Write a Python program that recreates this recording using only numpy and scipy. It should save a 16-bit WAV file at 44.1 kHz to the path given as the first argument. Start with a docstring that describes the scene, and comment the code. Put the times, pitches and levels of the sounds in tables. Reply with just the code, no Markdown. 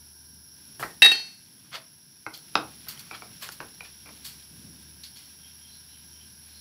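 """Cooking in a small room: a wavering low hum, still air and two high bands of insect whine, all filtered noise or tone.
A spoon starts to stir thick batter (rumble and rustle noise), then scrapes and knocks its dish (damped resonances).
At about 1 s chopsticks bounce on a steel bowl (decaying modes and wooden clacks); the gain control ducks.
The spoon scrapes again (shaped noise), pulls out with a soft hollow note, and knocks, scrapes and ticks on.
From about 5 s something chirps faintly far off, in narrow swells of noise."""
import sys
import numpy as np
from scipy import signal
from scipy.fft import rfft, irfft, next_fast_len
from scipy.io import wavfile
from scipy.ndimage import uniform_filter1d, minimum_filter1d, map_coordinates

SR = 44100
rng = np.random.default_rng(int(sys.argv[2]) if len(sys.argv) > 2 else 0)


def pcm_store(signal):
    """Save signal as 16-bit PCM."""
    levels = np.round(np.clip(np.atleast_2d(signal), -1, 1) * 32767)
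    wavfile.write(sys.argv[1], SR, levels.astype(np.int16).T)


N = 291456


def amp(db):
    """Decibels to a linear amplitude."""
    return 10 ** (np.asarray(db) / 20)


def unit(x):
    """x scaled to rms 1."""
    return x / np.sqrt(np.mean(x ** 2) + 1e-20)


def along(points, hz):
    """Read a curve of (Hz, value) points on a log frequency axis."""
    point_hz, value = np.transpose(points)
    return np.interp(np.log(hz + 1), np.log(point_hz + 1), value)


def filtered(x, response):
    """x times a complex response of frequency."""
    size = next_fast_len(len(x) + SR // 4)
    hz = np.fft.rfftfreq(size, 1 / SR)
    return irfft(rfft(x, size) * response(hz), size)[:len(x)]


def coloured(x, spectrum):
    """x through a (Hz, dB) spectrum, at rms 1."""
    return unit(filtered(x, lambda f: amp(along(spectrum, f))))


def noise(spectrum, size=N):
    """Random noise with a (Hz, dB) spectrum, at rms 1."""
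    return coloured(rng.standard_normal(size), spectrum)


def band(hz, width_hz):
    """Noise in one resonance, at rms 1."""
    return unit(filtered(rng.standard_normal(N), lambda f: 1 / (1 + ((f - hz) / (0.74 * width_hz)) ** 2)))


def wobble(rate, size=N):
    """A smooth random curve, rate knots a second."""
    knots = rng.standard_normal(int(size * rate / SR) + 4)
    return map_coordinates(knots, [np.arange(size) * rate / SR])


def decay(t, t60):
    """Silent before t = 0, then dying by 60 dB in t60."""
    return (t >= 0) * np.exp(-np.log(1000) * np.maximum(t, 0) / t60)


def add(track, s, sound):
    """Mix sound into track from s seconds on."""
    start = round(s * SR)
    track[start:start + len(sound)] += sound[:N - start]


def off_wall(x, delay, strength):
    """x with one reflection, which ripples its spectrum."""
    return filtered(x, lambda f: 1 + strength * np.exp(-2j * np.pi * f * delay)) / np.hypot(1, strength)


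def room(x, wet_db):
    """x with a fresh tail from the nearby walls; the treble dies first."""
    hz, t, grains = signal.stft(rng.standard_normal(SR // 2), SR, nperseg=256)
    t60 = along([(150, 0.32), (1000, 0.28), (3000, 0.21), (10000, 0.15)], hz)[:, None]
    build_up = 1 - np.exp(-t / 0.0013)
    tail = signal.istft(grains * decay(t, t60) * build_up, SR, nperseg=256)[1]
    tail = tail / np.linalg.norm(tail)
    tone = [(120, 6.0), (400, 5), (1200, -6.0), (5000, -3.5)]
    tail = filtered(tail, lambda f: amp(along(tone, f)))
    return x + amp(wet_db) * signal.fftconvolve(x, tail)[:len(x)]


# spectrum of the still air: hz [Hz], relative_density_db [dB per Hz]
AIR_SPECTRUM = [(300, -0.5), (650, -4.5), (920, 6.5), (1220, -10), (1580, 12), (1950, -11), (3000, -5),
                (4600, 6), (6800, -12.5), (8700, -8), (9600, 5), (12200, -1), (13800, 7.5), (16000, 2.5)]
# swell of the low hum, before its trim and wavering: time_s [s], level_db [dB]
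HUM_SWELL = [(0.0, -59.5), (0.35, -61), (0.53, -70), (0.6, -65), (1.52, -78.5), (2.54, -76), (2.59, -63),
             (3.58, -72), (3.84, -62), (4.98, -59.5), (5.16, -65), (6.6, -59)]
HUM_HZ, HUM_TRIM_DB, AIR_DB = 75.5, 2, -57.5


def surroundings():
    """A low tone wavering in pitch and level, and still air as noise with one reflection."""
    hum_db = np.interp(np.arange(N) / SR, *np.transpose(HUM_SWELL)) + HUM_TRIM_DB
    hum = np.sin(2 * np.pi * np.cumsum(HUM_HZ + 1.9 * wobble(3.3)) / SR)
    air = off_wall(noise(AIR_SPECTRUM), delay=0.003, strength=0.22)
    return amp(hum_db + 1.3 * wobble(4.4)) * hum + amp(AIR_DB) * air


# the insects' bands, before flicker: pitch_hz [Hz], width_hz [Hz], level_db [dB]
INSECT_BANDS = [(5250, 270, -62.5), (5606, 260, -56.5), (10300, 220, -66), (10726, 250, -57),
                (11010, 400, -58.5)]


def insects():
    """A steady far chorus of narrow noise: a shrill band and about its octave, slightly restless."""
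    chorus = sum(amp(db + .7 * wobble(14)) * band(hz, width) for hz, width, db in INSECT_BANDS)
    return off_wall(chorus * amp(0.2 * wobble(2.3)), delay=.0039, strength=0.2)


# faint far chirps, before the mix of core and smear: centre_s [s], pitch_hz [Hz], level_db [dB]
FAR_CHIRPS = [(5.2, 3150, -62.5), (5.467, 3180, -57.5), (5.67, 3200, -59.5), (5.752, 4110, -55.5),
              (5.945, 3050, -60), (5.937, 4000, -60.5), (6.204, 3100, -59), (6.57, 4210, -56)]
CHIRP_S = 0.089  # from the centre to where the swell has fallen by 17 dB


def chirps():
    """Faint hoarse chirps: a narrow core in a wider smear, swelling and fading."""
    t = np.arange(N) / SR
    out = np.zeros(N)
    for s, hz, db in FAR_CHIRPS:
        swell = np.exp(-2 * ((t - s) / CHIRP_S) ** 2)
        voice = 0.72 * band(hz, width_hz=110) + 0.58 * band(hz, width_hz=900)
        out += amp(db) * swell * voice
    return out


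# spectrum of the stirring's rumble: hz [Hz], relative_density_db [dB per Hz]
RUMBLE_SPECTRUM = [(20, -26), (50, -17), (75, -6.5), (100, -2), (135, 2.5), (220, -0.5), (320, -7.5),
                   (500, -19), (1000, -32.5)]
# spectrum of the stirring's rustle: hz [Hz], relative_density_db [dB per Hz]
RUSTLE_SPECTRUM = [(200, -14), (500, -8), (1400, -3.5), (2100, 0), (3200, 3.5), (4500, 4), (7000, -7),
                   (10000, -11.5), (16000, -2)]
# slow moves of hand and spoon, levels before flicker:
# start_s [s], length_s [s], rumble_db [dB], rustle_db [dB]
STIR_MOVES = [(0.472, 1.4, -61, -59.5), (2.348, 1.3, -57.5, -55.5), (3.947, 0.41, -59, -55.5),
              (4.427, 0.13, -49, -62.5)]
STIR_RISE_S, STIR_T60_S, REST_RUMBLE_DB = 0.23, 1.8, -62
# from 2 s the faint resting rustle grows louder, and stays so
RUSTLE_RISE_S, RUSTLE_BEFORE_DB, RUSTLE_AFTER_DB = 2, -64.5, -59


def stirring():
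    """Each slow move swells, holds and dies away, as a low rumble and a soft rustle over their resting levels."""
    t = np.arange(N) / SR
    rumble_power = amp(REST_RUMBLE_DB) ** 2
    rise_times = [RUSTLE_RISE_S, RUSTLE_RISE_S + STIR_RISE_S]
    rest_rustle_db = np.interp(t, rise_times, [RUSTLE_BEFORE_DB, RUSTLE_AFTER_DB])
    rustle_power = amp(rest_rustle_db) ** 2
    for s, length, rumble_db, rustle_db in STIR_MOVES:
        rise = np.clip((t - s) / STIR_RISE_S, 0, 1)
        effort = rise * decay(np.maximum(t - s - length, 0), STIR_T60_S)
        rumble_power = rumble_power + (amp(rumble_db) * effort) ** 2
        rustle_power = rustle_power + (amp(rustle_db) * effort) ** 2
    rumble = amp(wobble(7.6)) * noise(RUMBLE_SPECTRUM)
    grainy = rng.standard_normal(N) * amp(2.7 * wobble(820))
    rustle = amp(wobble(14)) * coloured(grainy, RUSTLE_SPECTRUM)
    return np.sqrt(rumble_power) * rumble + np.sqrt(rustle_power) * rustle


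# the hollow that the lifted spoon leaves in the batter rings briefly
HOLLOW_S, HOLLOW_HZ, HOLLOW_DB, HOLLOW_T60_S = 1.77, 650, -45, 0.22


def hollow():
    """One soft, quickly dying note as the spoon pulls out of the batter."""
    t = np.arange(N) / SR - HOLLOW_S
    onset = np.clip(t / 0.0063, 0, 1)
    return amp(HOLLOW_DB) * onset * decay(t, HOLLOW_T60_S) * np.sin(2 * np.pi * HOLLOW_HZ * t)


# tiny sharp ticks: start_s [s], level_db [dB], pitch_hz [Hz]
SHARP_TICKS = [(2.3763, -28.5, 13000), (2.885, -20.5, 13170), (2.889, -25, 11900), (2.996, -31.5, 11100)]


def ticks():
    """Pinpoint snaps: very high tones that die by 60 dB in 4 ms, with a room tail."""
    out, t = np.zeros(N), np.arange(SR // 4) / SR
    for s, db, hz in SHARP_TICKS:
        snap = amp(db) * decay(t, 0.004) * np.sin(2 * np.pi * hz * t)
        add(out, s, room(snap, wet_db=-7))
    return out


# the spoon's scrapes, levels before the stroke's envelope:
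# start_s [s], rise_s [s], t60_s [s], body_db [dB], edge_db [dB], hiss_db [dB]
SPOON_SCRAPES = [(.789, .011, 0.39, -52.5, -50.5, -41), (1.636, .012, 0.4, -61, -65, -69),
                 (1.703, .052, .11, -32, -37.5, -46.5), (2.331, .0086, 0.19, -67, -40.5, -47),
                 (2.85, .021, 1, -51, -78, -69.5), (2.8837, .002, 0.21, -54.5, -41, -37.5),
                 (2.991, .0028, .11, -65, -46.5, -43), (3.122, .028, .1, -42.5, -48, -63),
                 (3.404, .023, 0.28, -43, -44, -41.5), (3.509, .013, .11, -53, -51, -43.5),
                 (3.832, .02, 0.14, -51, -52, -63), (4.237, .016, 0.3, -55, -42.5, -40),
                 (5.034, .002, .22, -66.5, -44, -52.5), (5.141, .025, .5, -63, -52.5, -56)]
# what a scrape excites in the dish's body: hz [Hz], relative_density_db [dB per Hz]
BODY_SPECTRUM = [(80, -30), (250, -21.5), (650, -6.5), (900, -3), (1300, 1.5), (1900, 0), (2500, -2.5),
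                 (3300, -4), (4500, -19), (9000, -45.5)]
# what it excites in the spoon's edge: hz [Hz], relative_density_db [dB per Hz]
EDGE_SPECTRUM = [(900, -37.5), (2000, -12), (3200, -4.5), (3800, -2), (4400, 3), (5300, -2.5),
                 (7000, -15.5), (12000, -37.5)]
# its fine hiss: hz [Hz], relative_density_db [dB per Hz]
HISS_SPECTRUM = [(3000, -30), (6000, -3.5), (8000, -0.5), (10000, 3), (13000, 4.5), (16000, 0)]
# the spoon's two squealing modes, louder with a harder edge: pitch_hz [Hz], level_over_edge_db [dB]
SQUEAL_MODES = [(3300, -17), (4410, -10)]


def scrapes():
    """Dense uneven slips swell and fade, sounding the dish's body, the spoon's edge, a fine hiss and a narrow squeal."""
    out, t = np.zeros(N), np.arange(SR // 2) / SR
    for s, rise, t60, body_db, edge_db, hiss_db in SPOON_SCRAPES:
        stroke = np.minimum(t / rise, 1) ** 2 * decay(np.maximum(t - rise, 0), t60)
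        slips = rng.standard_normal(len(t)) * amp(1.3 * wobble(700, size=len(t)))
        squeal = np.zeros(len(t))
        for hz, db in SQUEAL_MODES:
            mode = filtered(slips, lambda f: 1j * f / (hz ** 2 - f * f + 1j * f * hz / 35))
            squeal += amp(db) * unit(mode)
        body = amp(body_db) * coloured(slips, BODY_SPECTRUM)
        edge = amp(edge_db) * (coloured(slips, EDGE_SPECTRUM) + squeal)
        hiss = amp(hiss_db) * coloured(slips, HISS_SPECTRUM)
        add(out, s, room(stroke * (body + edge + hiss), wet_db=-5))
    return out


# the spoon knocking in the batter dish: start_s [s], level_db [dB], pitch_factor [ratio],
# contact_cutoff_hz [Hz], room_db [dB], handle_hz [Hz], handle_db [dB against the knock's peak]
SPOON_KNOCKS = [(0.7955, -31, 1.14, 2157, 11, 1790, -16), (0.8264, -22.5, 0.82, 2024, -8, 1340, -2.5),
                (0.8284, -25, 1, 2190, -8, 1940, -2.5), (0.8339, -23, 1.02, 2906, 2, 1850, 0.5),
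                (0.8369, -22.5, 1, 2358, -4.5, 1168, -13), (2.2645, -18, 1.0, 2250, -1.5, 2120, -7),
                (2.5543, -4.5, 0.99, 4120, -2.5, 3790, -16.5), (2.976, -41, 1.9, 14000, -8, 3160, -1),
                (3.1115, -28.5, 0.99, 3570, 2.5, 2360, -2.5), (3.221, -31, 0.894, 3400, -0.5, 2280, -2.5),
                (3.4895, -24.5, 1.12, 12140, -7, 1370, -15), (3.603, -24, 1.047, 3180, 1.5, 1556, -3.5),
                (3.807, -32.5, .96, 7140, -0.5, 2414, 3.5), (4.059, -42.5, 1.01, 4020, 9, 2340, -2.5),
                (4.0908, -37, 0.79, 5500, -1, 1036, -27)]
# the batter-damped dish on its tray, before the pitch factor: mode_hz [Hz], width_hz [Hz], level_db [dB]
DISH_MODES = [(113, 21, -11.5), (321, 41, -5), (445, 130, -11.5), (800, 160, 0), (1028, 190, -0.5),
              (1307, 200, 4.5), (1580, 190, 1), (1810, 260, -8.5), (2050, 370, -9), (2600, 370, -2.5),
              (3920, 260, -6), (4880, 880, -6), (5975, 660, -10), (7340, 500, -16.5), (12300, 3700, -25.5)]


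def knocks():
    """A short push rings the dish for a few cycles; the spoon's handle rings on at a pitch set by the grip."""
    out, t = np.zeros(N), np.arange(SR // 2) / SR
    for s, db, pitch, cut_hz, wet_db, handle_hz, handle_db in SPOON_KNOCKS:

        def dish(f):
            """The modes side by side, alternating in sign."""
            return sum((-1) ** k * amp(level) * 1j * f * w / ((pitch * hz) ** 2 - f * f + 1j * f * w)
                       for k, (hz, w, level) in enumerate(DISH_MODES))

        def contact(f):
            """Soft contacts are duller, and the small dish radiates no deep bass."""
            return (1j * f / (55 + 1j * f)) ** 2 / (1 + 1j * f / cut_hz) ** 2

        # the spoon chatters for a few milliseconds as it lands, which spreads the treble
        chatter = rng.standard_normal(len(t)) * decay(t, .022)
        chatter = filtered(chatter, lambda f: (1j * f / (1800 + 1j * f)) ** 2)
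        push = signal.unit_impulse(len(t)) + .08 * chatter
        knock = filtered(push, lambda f: dish(f) * contact(f))
        knock = knock / np.abs(knock).max()
        handle = amp(handle_db) * decay(t, .022) * np.sin(2 * np.pi * handle_hz * t)
        add(out, s, room(amp(db) * (knock + handle), wet_db))
    return out


# chopsticks bouncing on the steel bowl: start_s [s], ring_db [dB], clack_db [dB],
# favoured_hz [Hz, set by the contact point], ring_length_factor [ratio]
STICK_BOUNCES = [(1.02, 2.5, -14, 2700, 0.35), (1.0255, 0, -13.5, 3500, 0.44),
                 (1.0467, -3, -13.5, 3920, 0.84), (1.059, -5, -17, 1850, 0.23),
                 (1.1164, -4.5, -20, 2750, 0.16)]
# the steel bowl's modes, before each bounce's factors: mode_hz [Hz], level_db [dB], t60_s [s],
# rest_change_db [dB, once the sticks lie on the rim]
BOWL_MODES = [(406, -27.5, .3, 3), (881, -24, .3, 1.5), (1190, -20, .25, 3), (1364, -22, 0.23, -5),
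              (1680, -14.5, .25, -4), (1795, -8, .41, -5), (1857, -6.5, .25, 13), (1921, -6.5, .19, -12),
              (2022, -13.5, .25, -12), (2440, -15, .2, 3), (2680, -6.5, .51, 3), (2770, -15.5, .25, 4),
              (3161, -18, .4, 11.5), (3793, 0.5, .49, -12.5), (3845, -17, .3, -6), (4360, -15, .55, 11.5),
              (4760, -21, 0.65, 1), (4787, -19.5, .65, 7), (5580, -29.5, .64, -5), (5561, -31.5, .65, 12),
              (5895, -20.5, 0.77, 1.5), (6217, -30, .76, 8.5), (6790, -26.5, .35, -3), (7400, -40, .8, 8),
              (8030, -33, .8, 4.5), (8144, -21, .42, -15), (8540, -17, .3, -10), (9709, -16.5, 0.22, -10),
              (10270, -24, .3, -6), (10500, -27, .4, 1.5)]
# spectrum of wooden sticks and tray together: hz [Hz], relative_density_db [dB per Hz]
CLACK_SPECTRUM = [(30, -71.5), (100, -17.5), (200, -17.5), (380, -6), (560, -19.5), (800, -6), (1050, -16),
                  (1900, -3.5), (2600, -6), (3300, -11.5), (4500, -4.5), (7200, -23.5), (8600, -12.5),
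                  (12000, -16), (16000, -32)]


def clink():
    """Each bounce feeds the bowl's modes; the last leaves the sticks on the rim, which shifts energy between them."""
    t = np.arange(SR) / SR
    first, last = STICK_BOUNCES[0][0], STICK_BOUNCES[-1][0]
    resting = 1 - decay(np.maximum(t + first - last, 0), 0.045)
    sound = np.zeros(SR)
    for hz, db, t60, rest_db in BOWL_MODES:
        energy = np.zeros(SR)
        for s, ring_db, _, favoured_hz, length in STICK_BOUNCES:
            # modes far from the favoured pitch lose up to 14 dB
            off_pitch_db = 14 * abs(np.tanh(2 * np.log2(hz / favoured_hz)))
            energy += (amp(ring_db - off_pitch_db) * decay(t + first - s, length * t60)) ** 2
        # all modes start together, so close pairs beat; each wavers a little at random in phase and level
        phase = 2 * np.pi * hz * t + .15 * wobble(45, size=SR)
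        waver_db = 1.5 * wobble(40, size=SR)
        sound += amp(db + rest_db * resting + waver_db) * np.sqrt(energy) * np.sin(phase)
    sound *= 1 - np.exp(-t / 0.0011)
    for s, _, clack_db, _, _ in STICK_BOUNCES:
        age = t + first - s
        crack = decay(age, 0.056) * noise(CLACK_SPECTRUM, size=SR)
        chatter = amp(3.5 * wobble(250, size=SR))
        dull_wood = filtered(noise(CLACK_SPECTRUM, size=SR), lambda f: 1 / (1 + 1j * f / 7000))
        rattle = decay(age, 0.42) * chatter * dull_wood
        sound += amp(clack_db) * (crack + amp(-12) * rattle)
    out = np.zeros(N)
    add(out, first, sound)
    return filtered(out, lambda f: (1j * f / (70 + 1j * f)) ** 3)  # too small to radiate deep bass


def scene():
    """All layers together, from the background to the chopsticks."""
    background = surroundings() + insects() + chirps()
    spoon = stirring() + hollow() + ticks() + scrapes() + knocks()
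    return (background + spoon + clink())[None]


def gain_control(x, ceiling_db, hold, release_db):
    """The gain drops at once under a loud sound, holds, then climbs back by release_db a second."""
    level_db = 10 * np.log10(np.abs(uniform_filter1d(x ** 2, size=SR // 50)) + 1e-12)
    span = 2 * int(hold * SR / 2) + 1
    # the filter's shifted origin looks back, so each drop lasts for the hold time
    held = minimum_filter1d(np.minimum(ceiling_db - level_db, 0), span, origin=span // 2, mode="constant")
    climb = release_db * np.arange(N) / SR
    return x * amp(np.minimum.accumulate(held - climb) + climb)


TOP_HZ = 15650  # nothing passes from here up


def record(dry):
    """Gain control, softly rounded peaks and the band limits at both ends."""
    x = gain_control(dry[0], ceiling_db=-8.5, hold=1.273, release_db=22.5)
    x = x / (1 + np.abs(x / .9) ** 6) ** (1 / 6)
    return filtered(x, lambda f: (f < TOP_HZ) * (1j * f / (14 + 1j * f)) ** 2)[None]


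dry = scene()
out = record(dry)
pcm_store(out)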